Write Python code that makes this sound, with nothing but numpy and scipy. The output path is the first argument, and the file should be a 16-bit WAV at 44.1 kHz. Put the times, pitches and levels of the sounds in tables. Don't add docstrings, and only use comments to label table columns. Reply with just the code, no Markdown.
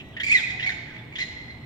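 import sys
import numpy as np
from scipy import signal
from scipy.fft import rfft, irfft, next_fast_len
from scipy.io import wavfile

SR = 44100
rng = np.random.default_rng(int(sys.argv[2]) if len(sys.argv) > 2 else 0)


def to_wav(s):
    ch = np.atleast_2d(s).T
    pcm = np.round(np.clip(ch, -1, 1) * 32767)
    wavfile.write(sys.argv[1], SR, pcm.astype(np.int16))


N = 72765
TIME = np.arange(N) / SR

# frequency in Hz, relative level in dB.
BREATH_SPECTRUM = [(600, -35), (1300, -22.5), (1600, -17.5), (2050, 8.5), (2450, 1), (2750, -4.5),
                   (3300, 0), (3700, -7), (4100, -7.5), (4600, -13.5), (5200, -11), (6000, -17.5),
                   (7100, -17), (8600, -50), (9800, -29), (11000, -67), (15000, -47.5)]


def from_db(db):
    return 10 ** (np.asarray(db) / 20)


def unit_rms(x):
    return x / np.sqrt(np.mean(x ** 2) + 1e-20)


def in_time(rows):
    seconds, *columns = np.transpose(rows)
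    return [np.interp(TIME, seconds, column) for column in columns]


def at_hz(rows, hz, column=1):
    rows = np.array(rows)
    return np.interp(np.log(np.maximum(hz, 1)), np.log(rows[:, 0]), rows[:, column])


def shaped(x, response):
    size = next_fast_len(2 * N)
    hz = np.arange(size // 2 + 1) * SR / size
    return irfft(rfft(x, size) * response(hz), size)[..., :N]


def noise(spectrum):
    return unit_rms(shaped(rng.standard_normal(N), lambda hz: from_db(at_hz(spectrum, hz))))


def drift(rate_hz):
    return unit_rms(shaped(rng.standard_normal(N), lambda hz: 1 / (1 + (hz / rate_hz) ** 2)))


def gate(start, length, attack_s=0.0021, release_s=0.0091):
    attack = np.clip((TIME - start) / attack_s, 0, 1)
    return attack * np.exp(-np.maximum(TIME - start - length, 0) / release_s)


def during(curve):
    return gate(curve[0][0], curve[-1][0] - curve[0][0])


def town_rumble(level_db=-44.5):
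    # frequency in Hz, relative level in dB.
    spectrum = [(20, -10), (40, -25), (62, 0), (100, -3.5), (140, 0.5), (190, -6), (300, -8.5), (400, -10),
                (520, -18), (740, -17), (1100, -21.5), (1600, -27.5), (2200, -23.5), (3600, -25),
                (5000, -47), (8000, -45), (11000, -52), (15500, -46.5)]
    # frequency in Hz, likeness of left and right from 0 to 1.
    likeness = [(30, 0.72), (110, 0.99), (350, 0.76), (700, 0.45), (1400, 0.49), (3000, 0)]
    mid = shaped(noise(spectrum), lambda hz: np.sqrt((1 + at_hz(likeness, hz)) / 2))
    side = shaped(noise(spectrum), lambda hz: np.sqrt((1 - at_hz(likeness, hz)) / 2))
    return from_db(level_db) * np.array([mid + side, mid - side])


def machinery_hum(waver_db=3.5, wander_rad=0.23):
    # frequency in Hz, level in dB.
    tones = [(118, -53.5), (232, -59.5), (292, -61), (644, -64.5), (859, -65.5)]
    hum = 0
    for hz, db in tones:
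        level = from_db(db + waver_db * drift(4.9))
        hum = hum + level * np.sin(2 * np.pi * hz * TIME + wander_rad * drift(1))
    return np.sqrt(2) * hum


def resonant_breath(hz, width_hz):
    b, a = signal.iirpeak(hz, hz / width_hz, fs=SR)
    return unit_rms(signal.lfilter(b, a, signal.lfilter(b, a, rng.standard_normal(N))))


def spits():
    # start and length in seconds, level in dB, mouth resonance in Hz,
    # then mouth and hiss in dB relative to the throat.
    bursts = [ (-.01, 0.019, -52, 2720, 10, 1), (0.1659, 0.0035, -27.5, 2820, -4.5, -20.5),
              (0.1977, 0.011, -27.5, 3240, -2, -11), (0.595, .014, -33, 2873, -0.5, -9.5),
              (0.607, 0.011, -39.5, 3177, -3, -3.5), (0.626, 0.0043, -32.5, 3310, 2.5, -30),
              (1.154, 0.012, -37, 3250, 3.5, -2.5)]
    mouth_rolloff = signal.butter(6, 3690, fs=SR, output="sos")
    out = 0
    for start, length, db, mouth_hz, mouth_db, hiss_db in bursts:
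        throat = resonant_breath(1895, width_hz=175)
        mouth = from_db(mouth_db) * resonant_breath(mouth_hz, width_hz=1150)
        body = signal.sosfilt(mouth_rolloff, throat + mouth)
        hiss = from_db(hiss_db) * noise(BREATH_SPECTRUM)
        out = out + from_db(db) * gate(start, length) * (body + hiss)
    return out


def voice(hz, tone_db, rasp_db, octave_db, third_db, rough, treble_db=0):
    jitter, flutter_db = 0.06, 6
    smear_rad, treble_hz = 0.36, 4800
    phase = 2 * np.pi * np.cumsum(hz * (1 + jitter * rough * drift(368))) / SR
    tone = np.sin(phase) + from_db(octave_db) * np.sin(2 * phase)
    for partial, db in [(3, third_db), (4, third_db - 13)]:
        tone = tone + from_db(db) * np.sin(partial * (phase + smear_rad * drift(460)))
    rasp = shaped(noise(BREATH_SPECTRUM), lambda f: from_db(treble_db * f**8 / (f**8 + treble_hz**8)))
    rasp = rasp * (1 + 0.085 * np.sin(phase))
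    flutter = unit_rms(from_db(flutter_db * rough * drift(196)))
    return flutter * (from_db(tone_db) * np.sqrt(2) * tone + from_db(rasp_db) * rasp)


def squeals(onset_db=-3, build_s=0.0061):
    # start and length in seconds; first pitch, last pitch and arch in Hz; tone and rasp in dB;
    # octave and third partial in dB relative to the tone; rasp treble gain in dB; roughness from 0 to 1.
    cries = [ (0.035, 0.082, 1930, 1935, 15.4, -54.5, -80, -11, -22, -13, 0.24),
             (0.132, 0.02, 1760, 1496, 10, -63, -74, 9, -17, -14, .3),
             (0.2313, 0.0168, 1940, 2357, 193, -24.5, -36, -18.5, -23, 1.5, .3),
             (0.264, .025, 2130, 2338, 217, -25.5, -36.5, -23, -24, 2, .35),
             (.495, .02, 1750, 1568, 13, -52, -43.5, 1, -19, 2, .8),
             (0.626, 0.025, 2100, 1981, 52, -28.5, -39.5, -19, -32, 1, .55),
             (0.661, 0.016, 2250, 2190, 37.5, -23, -31.5, -22.5, -31, -9, 0.2),
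             (.688, 0.0079, 2140, 1862, 31, -25.5, -37.5, -12.5, -32, 1, 0.4),
             (0.696, 0.021, 1895, 1562, 11, -42, -38, -4.5, -17, 1.5, 0.61),
             (0.887, 0.0399, 1700, 1534, 25, -50, -59, -9, -28, -6, .7),
             (0.935, 0.04, 2250, 2150, 44, -50, -48.5, -28, -30, -21, 0.5),
             (0.985, 0.0073, 1800, 1739, 20, -52.5, -71, 5.5, -16, -5, .25),
             (1.122, 0.019, 2150, 2250, 79, -39.5, -56, -27, -30, -3, .8),
             (1.183, 0.032, 1854, 2010, 56.3, -32.5, -33, -9.5, -33, 1, .35),
             (1.211, 0.0195, 2100, 1933, 47, -29, -34, -7.5, -34, -0.5, .2),
             (1.505, 0.013, 2083, 1983, 12, -50, -64, -3, -30, -6, 0.14),
             (1.628, .04, 2080, 2044, 12, -53, -67, -26, -32, -6, .3)]
    out = 0
    for start, length, first_hz, last_hz, arch_hz, *timbre in cries:
        tone_db, rasp_db, octave_db, third_db, treble_db, rough = timbre
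        progress = np.clip((TIME - start) / length, 0, 1)
        hz = first_hz + (last_hz - first_hz) * progress + arch_hz * np.sin(np.pi * progress)
        hoarse_db = onset_db * np.exp(-np.maximum(TIME - start, 0) / build_s)
        cry = voice(hz, tone_db, rasp_db + hoarse_db, octave_db, third_db + hoarse_db, rough, treble_db)
        out = out + gate(start, length) * cry
    return out


def ticks(decay_s=0.0032):
    # start in seconds, level in dB.
    clicks = [(.088, -58), (0.214, -45.5), (.238, -58), (0.249, -42)]
    # frequency in Hz, relative level in dB.
    colour = [(1000, -1), (5000, 2), (9000, -3), (12000, -4), (15000, 0)]
    level = sum(from_db(db) * (TIME >= s) * np.exp(-np.abs(TIME - s) / decay_s) for s, db in clicks)
    return level * np.array([noise(colour), noise(colour)])


def screech():
    # time in seconds, pitch in Hz.
    pitch = [(.293, 2134), (.309, 2307), (.326, 2487), (.338, 2267), (.350, 2058), (.374, 1897),
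             (.388, 1697), (.41, 1375)]
    # time in seconds, tone and rasp in dB, octave and third partial in dB relative to the tone,
    # roughness from 0 to 1.
    effort = [(.291, -48, -42, -24, -31, 0.03), (.297, -18.5, -36, -12.5, -26.5, 0),
              (.318, -14.5, -28, -39, -26, 0.45), (.339, -16, -29.5, -27, -36, 0.28),
              (.353, -11, -26.5, -16.5, -37, 0), (.370, -16.5, -30.5, -12, -30, 0.13),
              (.382, -31.5, -33.5, 7.5, -21, 0.2), (.398, -41, -36, 2.5, -21, 0.67),
              (.415, -59.5, -38, -8, -24.5, 0.94)]
    hz, = in_time(pitch)
    return during(effort) * voice(hz, *in_time(effort))


def moan(jitter=0.0855):
    # time in seconds, pitch in Hz, level in dB.
    contour = [(.33, 720, -80), (.40, 740, -52.5), (.48, 750, -68), (.55, 745, -45), (.61, 750, -59),
               (.68, 750, -45.5), (.78, 720, -57.5), (.83, 710, -51)]
    hz, db = in_time(contour)
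    phase = 2 * np.pi * np.cumsum(hz * (1 + jitter * drift(161))) / SR
    return during(contour) * from_db(db) * np.sin(phase)


def whine():
    # time in seconds, pitch in Hz, level in dB.
    contour = [(1.25, 1953, -57), (1.28, 2003, -47.5), (1.35, 2056, -46), (1.40, 2090, -44),
               (1.46, 2074, -48.5), (1.51, 2076, -40.5), (1.54, 2031, -54), (1.56, 2005, -80)]
    hz, db = in_time(contour)
    return during(contour) * voice(hz, db, rasp_db=db - 17, octave_db=-16.5, third_db=-49, rough=0.34)


def arrival(x, delay_s=0, lag_ms=0):
    # frequency in Hz, lead of the left port in radians for sound from the fight.
    port_phase = [(700, 0.2), (1720, 1.1), (1980, 1.89), (2240, 3.55), (3360, 4.57), (4200, 4.33),
                  (5500, 6.45), (8000, 10.3), (16000, 25.3)]
    right = np.array([[0], [1]])
    delays = delay_s + right * lag_ms / 1000
    return shaped(x, lambda hz: np.exp(-1j * (2 * np.pi * hz * delays + right * at_hz(port_phase, hz))))


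def diffuse_tail(x, build_s=0.0084):
    # frequency in Hz, band level in dB, seconds to fall by 60 dB.
    reverb = [(700, 7.5, 1.8), (2200, -10, 1.34), (3780, -6, 1.18), (5650, -1.5, 1.03), (7700, -4.5, 0.55),
              (14100, 5, 0.36)]
    edges_hz = np.geomspace(400, 16000, 12)
    build = 1 - np.exp(-TIME / build_s)
    response = 0
    for low, high in zip(edges_hz, edges_hz[1:]):
        hz = np.sqrt(low * high)
        bandpass = signal.butter(2, [low, high], "band", fs=SR, output="sos")
        band = signal.sosfilt(bandpass, rng.standard_normal((2, N)))
        fade = build * np.exp(-np.log(1000) * TIME / at_hz(reverb, hz, column=2))
        response = response + from_db(at_hz(reverb, hz)) * band * fade / np.sqrt(np.sum(fade ** 2))
    return signal.fftconvolve(x[None], response, axes=1)[:, :N]


def forecourt(x):
    # delay in seconds, level in dB, extra lag of the right port in milliseconds.
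    echoes = [(.00195, -14.5, -0.057), (.0105, -7.5, -0.13), (0.044, -29.5, -.25), (0.077, -32.5, -0.16),
              (.12, -18.5, -0.24)]
    # frequency in Hz, left minus right in dB.
    port_shade = [(700, -3.5), (1700, -3), (2300, -5), (3300, 0.5), (4500, 4.5), (7500, 10), (12000, -11)]
    ahead = 0.23
    heard = arrival(x + np.sqrt(ahead) * diffuse_tail(x)[0])
    heard = heard + np.sqrt(1 - ahead) * diffuse_tail(x)
    for delay_s, db, lag_ms in echoes:
        heard = heard + from_db(db) * arrival(x, delay_s, lag_ms)
    return shaped(heard, lambda hz: from_db(at_hz(port_shade, hz) * np.array([[.5], [-.5]])))


def scene():
    cries = screech() + squeals() + spits() + whine()
    return forecourt(cries) + moan() + ticks() + town_rumble() + machinery_hum()


def record(dry):
    cutoff_hz = 15900
    return signal.sosfilt(signal.ellip(12, .1, 80, cutoff_hz, fs=SR, output="sos"), dry)


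dry = scene()
out = record(dry)
to_wav(out)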